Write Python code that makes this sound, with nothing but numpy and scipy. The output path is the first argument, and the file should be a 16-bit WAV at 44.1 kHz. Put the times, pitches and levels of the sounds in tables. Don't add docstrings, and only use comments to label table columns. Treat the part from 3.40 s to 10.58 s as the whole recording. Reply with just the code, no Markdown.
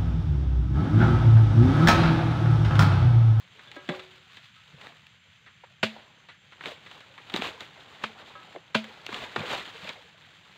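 import sys
import numpy as np
from scipy import signal
from scipy.fft import rfft, irfft
from scipy.io import wavfile

SR = 44100
rng = np.random.default_rng(int(sys.argv[2]) if len(sys.argv) > 2 else 0)


def master(y):
    cut = np.clip(np.atleast_2d(y).T, -1, 1)
    pcm = np.round(cut * 32767)
    wavfile.write(sys.argv[1], SR, pcm.astype(np.int16))


N = 316441
TIME = np.arange(N) / SR
SINCE = TIME[:SR // 2]

# [dB per Hz,
# relative]
SHARED_SPECTRUM = [(60, -4), (120, -5.5), (300, -2.5), (700, -1), (1500, 2), (3700, 3.5), (4600, -6),
                   (5500, -16), (7100, -13.5), (9800, -29.5), (12000, -29), (15500, -27)]


def from_db(db):
    return 10 ** (np.asarray(db) / 20)


def rms_one(x):
    return x / np.sqrt(np.mean(x ** 2) + 1e-20)


def in_time(rows):
    s, *columns = np.transpose(rows)
    return [np.interp(TIME, s, column) for column in columns]


def add(track, s, sound):
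    at = max(round(s * SR), 0)
    track[at:at + len(sound)] += sound[:N - at]


def band(x, low_hz, high_hz, order=2):
    limits = [low_hz, min(high_hz, SR / 2 - 100)]
    sos = signal.butter(order, limits, "band", fs=SR, output="sos")
    return signal.sosfilt(sos, x + 1e-18)


def colour(x, spectrum, size=4096):
    hz, db = np.transpose(spectrum)
    grid = np.linspace(1, SR / 2, size // 2 + 1)
    gain = from_db(np.interp(np.log(grid), np.log(hz), db))
    cepstrum = irfft(np.log(gain))
    cepstrum[1:size // 2] *= 2
    cepstrum[size // 2 + 1:] = 0
    response = irfft(np.exp(rfft(cepstrum)))
    return signal.fftconvolve(x, response / np.linalg.norm(response))[:len(x)]


def drift(rate):
    knots = rng.standard_normal(4000)
    return np.interp(TIME * rate, np.arange(len(knots)), knots)


def dying(t60):
    return from_db(-60 * SINCE / max(t60, 1e-3))


def burst(envelope, low_hz, high_hz):
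    swarm = band(rng.standard_normal(len(envelope)) * envelope, low_hz, high_hz, order=3)
    return swarm * np.linalg.norm(envelope) / np.linalg.norm(swarm)


def ring(modes):
    total = 0
    for hz, db, t60 in modes:
        tone = np.sin(2 * np.pi * hz * SINCE) * dying(t60)
        total = total + from_db(db) * rng.choice([-1, 1]) * tone
    return total


def grove(air_db=-61.5, waver_db=2.0, rumble_db=-64.5, gust_db=0.5, gusts_per_s=6):
    # [dB per Hz, relative]
    air_spectrum = [(30, -16), (65, -2.5), (130, 0.5), (210, -19.5), (300, -19.5), (950, -12), (1500, 0),
                    (3200, 1), (4400, -12.5), (5400, -22.5), (7500, -31), (9500, -36), (15500, -38)]
    # [dB, before wavering]
    insect_bands = [(3110, 39, -77.5), (6330, 530, -80), (7340, 300, -100.5), (7280, 280, -80.5)]
    air = from_db(air_db) * colour(rng.standard_normal(N), air_spectrum)
    hiss = rng.standard_normal(N)
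    insects = 0
    for hz, width, db in insect_bands:
        song = rms_one(band(hiss, hz - width / 2, hz + width / 2))
        insects = insects + from_db(db + waver_db * drift(25)) * song
    gusts = from_db(rumble_db + gust_db * drift(gusts_per_s))
    rumble = gusts * rms_one(band(hiss, 83.0, 188.7, order=3))
    return air + insects + rumble


def foliage_motion(edge_db=-20):
    # start_s [s], leaflet_db [dB], stalk_db [dB]
    stirring = [(0, -58.5, -69.5), (.35, -56, -61), (.8, -55, -66), (1.2, -58, -81), (1.95, -64, -76.5),
                (3.05, -65.5, -72), (3.45, -55.5, -59.5), (5.03, -54, -55.5), (5.25, -61.5, -63.5),
                (6.3, -54, -62), (7.18, -58, -65.5)]
    # peak_s [s], leaflet_db [dB], stalk_share_db [dB from leaflets], rise_s [s], fall_s [s]
    swishes = [(0.521, -42.5, -2, 0.047, 0.18), (1.45, -52.5, -1, 0.18, 0.21),
               (1.75, -60, -6.5, 0.18, 0.078), (2.56, -59, 5, 0.17, 0.34), (3.267, -38, -3, 0.073, .11),
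               (3.314, -41, -9, .06, 0.038), (3.97, -36, -3.5, 0.057, 0.09), (4.044, -38.5, -2, 0.058, 0.2),
               (4.214, -43.5, -4, .02, 0.069), (4.629, -44.5, -3.5, 0.039, 0.075),
               (4.81, -53, 3, 0.14, 0.14), (5.49, -50.5, -0.5, .12, 0.36), (5.76, -40, -1.5, 0.13, 0.29),
               (5.991, -38.5, 4, 0.032, 0.19), (6.125, -33, -4.5, 0.17, 0.24), (6.492, -44, -3, 0.22, 0.14)]
    leaflets, stalks = from_db(in_time(stirring)) ** 2
    for s, db, stalk_share_db, rise_s, fall_s in swishes:
        before, after = (s - TIME) / max(rise_s, .01), (TIME - s) / max(fall_s, .01)
        swish_db = db + edge_db * np.maximum(before, after)
        power = from_db(np.maximum(swish_db, -150)) ** 2
        leaflets = leaflets + power
        stalks = stalks + power * from_db(stalk_share_db) ** 2
    return 10 * np.log10(leaflets), 10 * np.log10(stalks)


def crackle(per_s, size_db, hiss):
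    born = rng.random(N) < per_s / SR
    sizes = from_db(size_db * np.minimum(rng.exponential(1, N), 3.5)) * rng.choice([-1, 1], N)
    snaps = rms_one(born * sizes / np.sqrt(per_s))
    return rms_one(snaps + hiss * rng.standard_normal(N))


def ticks(per_s, size_db=4, width_ratio=1.16):
    sizes = from_db(size_db * np.minimum(rng.exponential(1, N), 2)) * rng.choice([-1, 1], N)
    snaps = sizes * (rng.random(N) < per_s / SR) / np.sqrt(per_s)
    pitches = np.geomspace(900, 3300, num=10)
    dealt = rng.integers(0, len(pitches), N)
    flicks = 0
    for k, hz in enumerate(pitches):
        flicks = flicks + band(snaps * (dealt == k), hz / width_ratio, hz * width_ratio, order=3)
    return rms_one(colour(flicks, SHARED_SPECTRUM))


def rustle(leaflet_db=-1, stalk_db=0, drag_db=-20, split_hz=1100, flutter_db=1.16, sway_db=2.0):
    leaflets, stalks = foliage_motion()
    effort = from_db((leaflets + 50) * .5)
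    leaf_noise = colour(crackle(900 * effort, size_db=0.5, hiss=1.0), SHARED_SPECTRUM)
    top = rms_one(band(leaf_noise, split_hz, 16000))
    top = top + from_db(-7) * np.minimum(effort, 1) * ticks(160 * effort)
    stalk_noise = colour(crackle(600 * effort, size_db=1.5, hiss=0.84), SHARED_SPECTRUM)
    bottom = rms_one(band(stalk_noise, 100, split_hz))
    bottom = bottom + from_db(drag_db) * rms_one(band(rng.standard_normal(N), 28, 120))
    top = from_db(leaflets + leaflet_db + flutter_db * drift(150)) * top
    bottom = from_db(stalks + stalk_db + flutter_db * drift(100)) * bottom
    return from_db(sway_db * drift(25)) * (top + bottom)


def twigs(per_s=30, twig_db=3, spread_db=1, t60_cycles=68, low_hz=449, high_hz=3800, width_ratio=1.12):
    out = np.zeros(N)
    leaflets, stalks = foliage_motion()
    for when, pitch, size in rng.random((int(per_s * N / SR), 3)):
        hz = low_hz * (high_hz / low_hz) ** pitch
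        at = int(when * N)
        around_db = pitch * leaflets[at] + (1 - pitch) * stalks[at]
        db = twig_db + around_db + spread_db * (2 * size - 1)
        fade = dying(t60_cycles / hz)[:SR // 10]
        add(out, at / SR, from_db(db) * burst(fade, hz / width_ratio, hz * width_ratio))
    return out


def thuds(rise_cycles=1.39, t60_cycles=15.8):
    # start_s [s], level_db [dB], pitch_hz [Hz]
    bumps = [(.361, -31, 346), (.486, -18.5, 221), (1.327, -38, 126), (2.236, -33.5, 680),
             (2.563, -33, 684), (3.259, -28, 330), (3.936, -21, 237), (3.984, -24, 270),
             (4.6385, -32, 1330), (5.149, -31, 550), (5.1596, -25.5, 485), (5.3479, -13, 1540),
             (5.689, -30.5, 420), (5.726, -31, 259), (5.974, -25.5, 159), (6.422, -38, 144)]
    out = np.zeros(N)
    for s, db, hz in bumps:
        bump = dying(t60_cycles / hz) * (1 - np.exp(-SINCE * hz / rise_cycles))
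        add(out, s, from_db(db) * burst(bump, hz * 0.67, hz * 1.394))
    return out


def pole():
    # start_s [s], level_db [dB], favoured_hz [Hz], spread_octaves [octaves]
    contacts = [(.274, -42.5, 3380, 0.23), (.364, -42.5, 1620, 0.78), (.490, -39.5, 700, 1.6),
                (.504, -35, 540, 0.5), (1.165, -51, 1290, 0.042), (4.953, -36, 1230, 0.11)]
    # pitch_hz [Hz], level_db [dB, before the contact's weighting], t60_s [s to lose 60 dB]
    tube_modes = [(371, -1, .55), (581, 3, .26), (1631, 1, .22), (1287, -4, .28), (528, -6, .3),
                  (795, -4, .22), (991, -7, .28), (1125, -13, .3), (1986, -10, .3), (2230, -8, .27),
                  (2934, -13, .3), (3440, -2, .11), (3725, -13, .3)]
    out = np.zeros(N)
    for s, db, centre_hz, spread in contacts:
        modes = []
        for hz, level, t60 in tube_modes:
            distance = np.log2(hz / centre_hz) / spread
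            modes.append((hz, level - 10 * np.log10(1 + distance ** 2), t60))
        add(out, s, from_db(db) * ring(modes))
    return out


def cracks(snap_t60=0.0091, fizz_db=-22, rise_s=.0006):
    # start_s [s], level_db [dB], dryness [0 green to 1 dry], t60_s [s to lose 60 dB]
    breaks = [(0.192, -46, 0.4, 0.063), (.315, -46, 1, 0.058), (.363, -46, 0.73, .047),
              (0.489, -29, 0.5, 0.068), (0.594, -39.5, 0.7, 0.06), (0.969, -45, 0.84, 0.074),
              (1.412, -44, 0.76, 0.038), (1.469, -31.5, 0.4, 0.0072), (1.667, -50.5, 1, 0.026),
              (2.062, -50.5, 0.27, 0.18), (2.238, -52, .2, 0.096), (2.886, -47, 0.45, 0.2),
              (3.12, -48, 0.35, 0.12), (3.208, -39, 0, 0.04), (3.237, -37, .4, 0.045),
              (3.257, -31.5, 0.74, 0.024), (3.461, -45, 0.5, 0.12), (3.512, -45, 0.8, 0.047),
              (3.605, -42, 0.5, 0.032), (3.778, -44.5, 0, 0.073), (3.898, -38, 0.78, 0.037),
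              (3.939, -26.5, 0.74, 0.036), (3.9615, -19.5, 0.7, 0.0074), (4.020, -23, 0.55, 0.018),
              (4.206, -37, 0.92, 0.018), (5.1604, -36.5, 0, 0.013), (5.442, -38.5, 0.87, 0.025),
              (5.664, -33.5, 1, .02), (5.690, -34.5, 0.2, 0.025), (5.726, -33, 0.5, 0.037),
              (5.743, -36, 1, 0.07), (5.96, -24, 0.36, 0.046), (6.491, -34.5, 0.92, 0.061)]
    thick_db, thick_body_db, body_per_db = -24.5, 1, .5
    dry_tilt_db, dry_snap_db, half_dry_snap_db = 8, 33, -6.5
    out, snaps = np.zeros(N), np.zeros(N)
    for s, db, dryness, t60 in breaks:
        dry = dryness - .5
        body_db = db + thick_body_db + body_per_db * (db - thick_db)
        middle_db, splinter_db = db - dry_tilt_db * dry, db + dry_tilt_db * dry
        snap_db = db + half_dry_snap_db + dry_snap_db * dry
        fade = (dying(t60) * (1 - np.exp(-SINCE / rise_s)))[:SR // 10]
        body = from_db(body_db) * burst(fade, 230, 924)
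        middle = from_db(middle_db) * burst(fade, 1030, 2320)
        chips = band(burst(fade, 1520, 4530), 1600, 4020, order=4)
        chips = chips + from_db(fizz_db) * burst(fade, 4700, 8100)
        add(out, s, body + middle + from_db(splinter_db) * chips)
        snap = burst(dying(snap_t60)[:SR // 10], 1800, 20600)
        add(snaps, s + rise_s, from_db(snap_db) * snap)
    return out + colour(snaps, SHARED_SPECTRUM)


def chops(stop_t60=0.04, crunch_db=-10, crunch_t60=0.16, crunch_hz=2000):
    # start_s [s], cut_db [dB, before colouring], shaft_db [dB], bite_s [s],
    # cut_length_s [s], middle_share_db [dB from the cut], splinter_share_db [dB from the cut]
    blade_blows = [(2.4284, -15, -26.5, 0.0015, 0.0075, -4.5, -7.5),
                   (4.6365, -25.5, -39.5, 0.00067, 0.0022, 5.5, -4),
                   (5.3441, -15, -22.5, 0.0081, .0075, 0.5, -6.5)]
    # pitch_hz [Hz], level_db [dB, relative], t60_s [s to lose 60 dB]
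    shaft_modes = [(219, 0, .28), (649, -4, .16), (255, -5, .09), (150, -6, .06), (555, -9, .06),
                   (885, -13, .06), (1590, -10, .06), (2375, -10, .13), (2465, -8, .16), (2680, -15, .16),
                   (2860, -16, .14), (3420, -13, .17), (3750, -17, .12)]
    # [dB per Hz, relative]
    cut_spectrum = [(60, -36), (110, -1), (300, -5.5), (550, 3.5), (800, 0.5), (1400, 5), (1900, 2),
                    (2500, 7), (3600, 1), (4500, -4), (5600, -17.5), (7100, -16.5), (9500, -31.5),
                    (15500, -36)]
    cuts, rings = np.zeros(N), np.zeros(N)
    edges = [70, 180, 380, 700, 1100, 1700, 2600, 4000, 16000]
    for s, db, shaft_db, bite_s, length, middle_db, splinter_db in blade_blows:
        bite = np.minimum(SINCE / bite_s, 1)
        travel = bite * from_db(-60 * np.maximum(SINCE - length, 0) / stop_t60)
        shares = [0, 0, 0, middle_db, middle_db, splinter_db, splinter_db, splinter_db]
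        for low, high, share_db in zip(edges, edges[1:], shares):
            gain = from_db(db + share_db) * np.sqrt((high - low) / edges[-1])
            add(cuts, s, gain * burst(travel, low, high))
        crunch = burst(bite * dying(crunch_t60), crunch_hz, 13600)
        add(cuts, s, from_db(db + crunch_db) * crunch)
        add(rings, s + length / 2, from_db(shaft_db) * ring(shaft_modes) * bite)
    return colour(cuts, cut_spectrum) + rings


def scatter(x, near_db=-15, near_t60=0.19, far_db=-21, far_t60=0.83, treble_db=1.5):
    wash = 0
    for db, t60, build_s in [(near_db, near_t60, .008), (far_db, far_t60, .04)]:
        tail = dying(t60) * (1 - np.exp(-SINCE / build_s))
        wash = wash + (from_db(db) * tail / np.linalg.norm(tail)) ** 2
    noise = colour(rng.standard_normal(N), SHARED_SPECTRUM)
    out, edges = 0, [300, 750, 1900, 4800, 16000]
    for k, (low, high) in enumerate(zip(edges, edges[1:])):
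        power = np.abs(signal.oaconvolve(band(x, low, high, order=4) ** 2, wash)[:N])
        leaf_noise = rms_one(band(noise, low, high, order=4))
        out = out + from_db(treble_db * (k - 3.5)) * np.sqrt(power) * leaf_noise
    return out


def scene():
    background = grove() + rustle() + twigs()
    blows = thuds() + pole() + cracks() + chops()
    return (background + blows + scatter(blows))[None]


def record(dry):
    thin = signal.sosfilt(signal.butter(2, 45, "high", fs=SR, output="sos"), dry)
    return signal.sosfilt(signal.ellip(10, .2, 70, 15700, fs=SR, output="sos"), thin)


dry = scene()
out = record(dry)
master(out)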